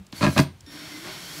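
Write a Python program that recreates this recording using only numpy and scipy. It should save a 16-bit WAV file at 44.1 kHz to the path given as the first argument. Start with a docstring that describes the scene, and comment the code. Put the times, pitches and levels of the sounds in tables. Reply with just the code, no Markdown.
"""An earlier knock dies away in low rumble and a trigger clicks; then a cordless drill drives a screw
into a hollow wall panel, close by in a workshop. The bit slips twice, crunching into the panel; the
trigger clicks again and the motor turns slowly, its speed control whining over gear clatter.
Gears, brushes and scratches are filtered impulse noise, squeals and hums are wavering tones, and
panel and bit are decaying modes, all with a short echo over a quiet noise floor."""
import sys
import numpy as np
from scipy import signal
from scipy.fft import rfft, irfft
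from scipy.io import wavfile

SR = 44100
rng = np.random.default_rng(int(sys.argv[2]) if len(sys.argv) > 2 else 0)


def persist_wave(psi):
    """Save psi, clipped to +-1, as 16-bit WAV."""
    counts = np.round(np.clip(psi, -1, 1) * 32767).astype(np.int16)
    wavfile.write(sys.argv[1], SR, np.atleast_2d(counts).T)


N = 61739
TIME = np.arange(N) / SR  # s

# resonances of the drill housing: (frequency [Hz], width [Hz], boost [dB])
HOUSING = [(171, 57, 3.5), (637, 13.3, 9), (1030, 85, 3), (1510, 246, 7.5), (2184, 270, 6.5),
           (3266, 420, 5), (4410, 360, 5.5), (6500, 570, -2), (6500, 160, 1.5), (9540, 330, 7),
           (10870, 340, 4.5), (13400, 540, 3)]
# jolts of the bit against the panel: (time [s], relative level [dB], contact time [s])
JOLTS = [(.128, -23, 0.0023), (0.21, -9, 0.002), (0.228, -1, 0.0027), (0.239, -14.5, 0.00067),
         (.249, -8.5, 0.0011), (.266, -1.5, 0.0016), (0.272, -12, 0.00145), (.281, -9.5, 0.0011),
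         (.293, -10.5, .0015), (0.361, -16, 0.001), (.370, -7.5, 0.000426), (0.382, -7, 0.0013),
         (.392, 2, 0.00066), (.399, -2, 0.00129), (.406, -12.5, 0.00051), (.414, -53, 0.0007),
         (0.432, -37, 0.0029), (.303, -16.5, 0.0022), (.325, -19.5, 0.0016), (1.055, -29, 0.0032),
         (1.074, -31, 0.0012), (1.094, -36, 0.00052), (1.145, -29.5, 0.0029)]
MOTOR_RESTART_S = .661  # start of whine and screw hum


def undb(db):
    """Amplitude ratio is ten to the power of decibels over twenty."""
    return 10 ** (np.asarray(db) / 20)


def unit(x):
    """Normalisation to a root-mean-square amplitude of 1."""
    return x / np.sqrt(np.mean(x ** 2))


def curve(table, axis=1):
    """Linear interpolation of one column of a time table, at every sample."""
    points = np.array(table)
    return np.interp(TIME, points[:, 0], points[:, axis])


def decay_from(start_s, length_s):
    """Exponential decay from a sudden onset; length_s is the time to fall to 1/e."""
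    return (TIME >= start_s) * np.exp(-np.maximum(TIME - start_s, 0) / length_s)


def colour(x, points, peaks=(), tilt_db=0.):
    """Minimum-phase filtering by (Hz, dB) points, resonances and a tilt [dB per octave]; power gain 1."""
    size = 4096
    hz = np.maximum(np.arange(size // 2 + 1) * SR / size, 1)
    p = np.array(points)
    db = np.interp(np.log(hz), np.log(p[:, 0]), p[:, 1]) + tilt_db * np.log2(hz / 1000)
    for centre_hz, width_hz, boost_db in peaks:
        db = db + boost_db / (1 + (2 * (hz - centre_hz) / width_hz) ** 2)
    # folding the cepstrum onto positive times makes the filter causal
    cepstrum = irfft(np.log(undb(db)))
    fold = np.r_[1, 2 * np.ones(size // 2 - 1), 1, np.zeros(size // 2 - 1)]
    taps = irfft(np.exp(rfft(cepstrum * fold)))
    return signal.fftconvolve(x, taps / np.sqrt(np.sum(taps ** 2)))[:N]


def ring(x, hz, t60):
    """Modal resonance: a damped oscillator falls by 60 dB in t60 seconds after an impulse."""
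    pole = np.exp((2j * np.pi * hz - np.log(1000) / t60) / SR)
    return signal.lfilter([1], [1, -pole], x).imag


def knocks(scatter_db, share=0.97):
    """Impulse noise: random signs, sizes of exponential scatter in dB; share = knocks per sample."""
    sign, size, chance = rng.random((3, N))
    largest_db = 12
    size_db = np.minimum(-scatter_db * np.log(size + 1e-9), largest_db)
    return unit(np.sign(sign - .5) * undb(size_db) * (chance < share))


def wavering(table, width_hz):
    """Narrow-band modulation: a tone (s, Hz, dB) blurred by slow random amplitude and phase."""
    c = rng.standard_normal((2, N))
    slow = signal.lfilter([1], [1, -np.exp(-np.pi * width_hz / SR)], c[0] + 1j * c[1])
    steady = 1.8  # relative to the random part's rms
    phasor = steady + slow / np.sqrt(np.mean(np.abs(slow) ** 2))
    phase = 2 * np.pi * np.cumsum(curve(table)) / SR
    return unit((phasor * np.exp(1j * phase)).real) * undb(curve(table, axis=2))


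def workshop_floor():
    """Stationary background noise, shaped by its spectral density."""
    # floor spectrum: (frequency [Hz], density [dB per Hz])
    floor_spectrum = [(50, 0.5), (120, 6), (250, -4), (500, -9), (1900, -16.5), (2660, -13.5), (4400, -20),
                      (8000, -25), (15800, -31.5)]
    floor_db = -55
    return undb(floor_db) * unit(colour(rng.standard_normal(N), floor_spectrum))


def echo(dry):
    """Diffuse reverberation: convolution with dulled, exponentially decaying noise."""
    level_db, t60_s, dull_hz = -18, 0.24, 4930
    t = np.arange(SR // 2) / SR
    noise = rng.standard_normal(len(t))
    dulled = signal.lfilter([1], [1, -np.exp(-2 * np.pi * dull_hz / SR)], noise)
    tail = dulled * undb(-60 * t / t60_s) * (t > .006)  # reflections start after 6 ms
    return undb(level_db) * signal.fftconvolve(dry, tail / np.sqrt(np.sum(tail ** 2)))[:N]


def wall():
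    """Low-frequency resonance: a rumbling narrow band, and the free decay of an earlier knock."""
    # rumble of the wall: (time [s], pitch [Hz], level [dB])
    rumble = [(0, 76, -41), (.1, 87.5, -93), (.19, 90.8, -44.5), (.224, 93.5, -38), (.3, 89.4, -26.5),
              (.346, 89.4, -46), (.396, 95.8, -24.5), (.45, 86.3, -46), (.55, 88.6, -48), (.585, 87, -73),
              (.64, 89, -44), (.7, 78.1, -67), (.88, 83, -59), (.96, 85.3, -66), (1.15, 89.8, -56),
              (1.25, 89.7, -84), (1.4, 89.3, -54)]
    rumble_width_hz = 25
    knock_hz, knock_db, knock_t60_s, fade_in_s = 189.7, -36, 0.21, 0.0077
    envelope = undb(knock_db - 60 * TIME / knock_t60_s) * np.minimum(TIME / fade_in_s, 1)
    tail = envelope * np.sin(2 * np.pi * knock_hz * TIME)
    return tail + wavering(rumble, rumble_width_hz)


def trigger():
    """Transient excitation: each plastic click is a decaying noise burst around one broad resonance."""
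    # clicks: (time [s], starting level [dB], centre [Hz], decay to 1/e [s])
    clicks = [(.067, -45, 6320, .002), (0.121, -51, 8800, 0.0038), (0.126, -34.5, 4100, 0.0037),
              (.607, -41.5, 6020, 0.0023), (0.665, -46, 4870, .002)]
    peak_db = 20  # resonance above its broad skirt
    out = np.zeros(N)
    for start, db, hz, length in clicks:
        burst = rng.standard_normal(N) * decay_from(start, length)
        skirt = [(hz / 6, -14), (hz / 2, 0), (hz * 2, 0), (hz * 4, -10)]
        out += undb(db) * colour(burst, skirt, [(hz, hz, peak_db)])
    return out


def brush_hiss():
    """Broadband noise of brushes and fan, coloured by the housing resonances."""
    # level: (time [s], level [dB])
    hiss_level = [(.112, -80), (.13, -58), (.165, -45), (.22, -43), (.3, -43), (.37, -42), (.43, -41),
                  (.46, -68), (.5, -82), (.66, -68), (.69, -60), (.72, -50.5), (.9, -48), (1.1, -45.5),
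                  (1.22, -45), (1.32, -42.5), (1.4, -39.5)]
    # spectrum: (frequency [Hz], density [dB per Hz])
    hiss_spectrum = [(3000, -12), (6000, -3.5), (8000, -7), (10200, -14.5), (11200, -7), (13000, -13.5),
                     (15800, -14)]
    scatter_db = 4.3
    return unit(colour(knocks(scatter_db), hiss_spectrum, HOUSING)) * undb(curve(hiss_level))


def gear_clatter():
    """Impact noise: tooth knocks of scattered size excite the housing resonances."""
    # level: (time [s], level [dB])
    gear_level = [(.118, -84), (.135, -47.5), (.2, -43.5), (.3, -47.5), (.42, -39.5), (.47, -51),
                  (.55, -73), (.655, -62.5), (.69, -51), (.76, -43.5), (.9, -42), (1.02, -45),
                  (1.08, -38.5), (1.16, -41), (1.25, -42.5), (1.33, -42.5), (1.4, -42)]
    # spectrum: (frequency [Hz], density [dB per Hz])
    gear_spectrum = [(35, -19), (60, -38), (164, 0.5), (239, -12), (308, -2), (468, -13.5), (628, -10.5),
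                     (683, -12), (1110, -12.5), (4510, -12), (9000, -28.5), (11700, -48), (19800, -120)]
    scatter_db = 4
    return unit(colour(knocks(scatter_db), gear_spectrum, HOUSING)) * undb(curve(gear_level))


def speed_control_whine():
    """Harmonic series: the speed control whines at multiples of one fixed frequency."""
    # harmonics: (multiple, rms level at the start [dB], fade [dB per s]; negative fades grow)
    harmonics = [(1, -59, -1), (2, -59, 12), (3, -55, 0), (4, -68, 30), (5, -75, 20), (6, -64, 6),
                 (7, -76, 25), (8, -78, 10)]
    chop_hz, rise_s = 1829.2, 0.0018
    since_start = TIME - MOTOR_RESTART_S
    whine = np.zeros(N)
    for multiple, db, fade in harmonics:
        phase = rng.random() * 2 * np.pi
        tone = np.sqrt(2) * np.sin(multiple * 2 * np.pi * chop_hz * TIME + phase)
        whine += undb(db - fade * since_start) * tone
    return whine * np.clip(since_start / rise_s, 0, 1)


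def squeals():
    """Frictional squeal: gears and screw give short gliding tones of narrow bandwidth."""
    # one table per squeal: (time [s], pitch [Hz], level [dB])
    squeal_tables = [
        [(.15, 4450, -84), (.16, 4470, -55), (.185, 4490, -40), (.21, 4385, -48), (.3, 4470, -52),
         (.33, 3970, -49), (.37, 4250, -51), (.43, 4300, -61)],
        [(.14, 11200, -75), (.18, 11200, -52), (.25, 11200, -72), (.33, 11100, -49), (.37, 11100, -52),
         (.43, 11100, -71)],
        [(.89, 2120, -54), (.94, 2060, -45.5), (.99, 2040, -48.5), (1.02, 2310, -54), (1.05, 2250, -63)],
        [(1.04, 1120, -65), (1.06, 1110, -46), (1.09, 1085, -45), (1.11, 1080, -65)],
        [(1.07, 640, -65), (1.1, 630, -50), (1.125, 630, -51), (1.15, 630, -65)],
        [(1.22, 2980, -65), (1.25, 3040, -51), (1.32, 3280, -51), (1.345, 3350, -65)],
        [(1.2, 4500, -70), (1.24, 4550, -51), (1.3, 4350, -51), (1.4, 4450, -58)],
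    ]
    width_share = 0.013  # of the first pitch
    out = np.zeros(N)
    for table in squeal_tables:
        sounding = (TIME > table[0][0]) * (TIME <= table[-1][0])
        out += wavering(table, width_share * table[0][1]) * sounding
    return out


def screw_hum():
    """Quasi-periodic vibration: the turning screw hums in the panel at a drifting pitch."""
    # hum: (time [s], pitch [Hz], level [dB])
    hum = [(.66, 285, -50), (.685, 296.8, -44.5), (.71, 278.2, -52), (.745, 291.4, -40.5),
           (.78, 318.8, -57.5), (.82, 291.8, -41.5), (.87, 319.8, -56), (.93, 297, -43), (.98, 307.4, -40),
           (1.02, 331.7, -54), (1.07, 363.9, -44.5), (1.13, 385.3, -59), (1.2, 341, -88), (1.3, 283, -49.5),
           (1.35, 283.5, -54.5), (1.4, 304.3, -45)]
    width_hz = 21
    return wavering(hum, width_hz) * (TIME > MOTOR_RESTART_S)


def bit():
    """Modal ringing: short rattling blows excite high modes of the steel bit."""
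    # blows: (time [s], level [dB])
    bit_blows = [(.378, -37), (.393, -45)]
    # modes: (frequency [Hz], level [dB], 60 dB decay time [s])
    bit_modes = [(8980, -4, .26), (9030, -10, .2), (12310, 0, .17), (13930, -2, .14)]
    rattle_s, rattle_db = .004, -27
    rattle = sum(undb(db) * decay_from(start, rattle_s) for start, db in bit_blows)
    onsets = np.maximum(np.diff(rattle, prepend=0), 0)
    blows = onsets + undb(rattle_db) * rattle * rng.standard_normal(N)
    return sum(undb(db) * ring(blows, hz, t60) for hz, db, t60 in bit_modes)


def grind():
    """Stick-slip friction: dense uneven scratches blend a dull and a bright contact; jolts add cracks."""
    # one table per slip or scrape: (time [s], level [dB], brightness [logit, 0 = half bright])
    slips = [
        [(.208, -49, -4), (.214, -24.5, -2.3), (.224, -25.5, 0.87), (.231, -17.5, -1.6), (.247, -20.5, -0.61),
         (.26, -24, -1.5), (.268, -28.5, -1.3), (.28, -23, -3.1), (.293, -34.5, -0.6), (.305, -43, -0.5),
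         (.33, -47, 2)],
        [(.359, -39, -6), (.364, -22.5, -11), (.372, -34, -2), (.379, -16.5, 5), (.386, -27, 4.5),
         (.395, -20.5, 4), (.402, -22.5, 2.5), (.41, -32, -0.5), (.42, -39, -11), (.435, -79, -8),
         (.47, -65, 0)],
        [(1.03, -55, -8), (1.06, -44.5, -1), (1.085, -42, -1), (1.12, -52, -3.5), (1.16, -51, 7)],
    ]
    # spectrum before tilting: (frequency [Hz], density [dB per Hz])
    grind_spectrum = [(150, -14), (400, -9), (700, 1.5), (1050, 2.5), (1600, -4), (2400, -4.5),
                      (3200, -12.5), (4300, -8.5), (6500, -18.5), (10000, -25.5), (15000, -59)]
    scatter_db, knocks_per_s, fade_s = 4.5, 4000, 0.0056
    crack_db, crack_s = -11.5, 0.0014  # relative to the jolt; decay to 1/e
    out = np.zeros(N)
    grit = knocks(scatter_db, knocks_per_s / SR)
    dull = colour(grit, grind_spectrum, tilt_db=-2.5)
    bright = colour(grit, grind_spectrum, tilt_db=3.0)
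    for table in slips:
        mix = 1 / (1 + np.exp(-curve(table, axis=2)))
        to_nearest_end = np.minimum(TIME - table[0][0], table[-1][0] - TIME)
        inside = np.clip(to_nearest_end / fade_s, 0, 1)
        out += inside * undb(curve(table)) * (mix * bright + (1 - mix) * dull)
    cracks = sum(undb(db + crack_db) * decay_from(start, crack_s) for start, db, _ in JOLTS)
    return out + colour(cracks * knocks(scatter_db), grind_spectrum, tilt_db=-2.6)


def panel(scratch):
    """Modal superposition: force pulses of finite contact time and the grinding drive damped modes."""
    # modes: (frequency [Hz], level [dB], 60 dB decay time before the cap below [s])
    panel_modes = [(140.4, -1.5, 0.096), (197.5, 2, 0.089), (280.3, 0.5, 0.068), (357, -7, 0.13),
                   (613, -2, 0.1), (646, -13, .2), (832, -13.5, 0.11), (983, -8, 0.074), (1399, -4, 0.056),
                   (1623, 1, .04), (1900, -18, .04), (2427, 2.5, .03), (2630, -9, .03)]
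    longest_ring = 56  # cycles, caps the decay time
    push_db, grind_db, scatter_db = -12.5, -37.5, 1.5
    force = np.zeros((len(JOLTS), N))
    for row, (start, db, contact) in enumerate(JOLTS):
        progress = np.clip((TIME - start) / contact, 0, 1)
        # pulse area does not depend on the contact time
        force[row] = undb(db + push_db) * np.sin(np.pi * progress) ** 2 * 2 / (contact * SR)
    # each jolt excites each mode a little differently
    share = undb(scatter_db * rng.standard_normal((len(JOLTS), len(panel_modes))))
    out = np.zeros(N)
    for k, (hz, db, t60) in enumerate(panel_modes):
        drive = share[:, k] @ force + undb(grind_db) * scratch
        out += (-1) ** k * undb(db) * ring(drive, hz, min(t60, longest_ring / hz))
    return out


def scene():
    """Linear superposition of all sources, their echo and the workshop's floor."""
    scratch = grind()
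    motor = gear_clatter() + brush_hiss() + speed_control_whine() + squeals() + screw_hum()
    dry = wall() + trigger() + motor + bit() + scratch + panel(scratch)
    return (dry + echo(dry) + workshop_floor())[None]


def record(dry):
    """Band limiting and soft saturation: deep bass is cut, peaks are rounded, the top is cut."""
    low_hz, top_hz, round_off = 46, 15680, .8
    thin = signal.sosfilt(signal.butter(2, low_hz, "high", fs=SR, output="sos"), dry)
    rounded = np.tanh(round_off * thin) / round_off
    return signal.sosfilt(signal.ellip(14, .2, 80, top_hz, fs=SR, output="sos"), rounded)


dry = scene()
out = record(dry)
persist_wave(out)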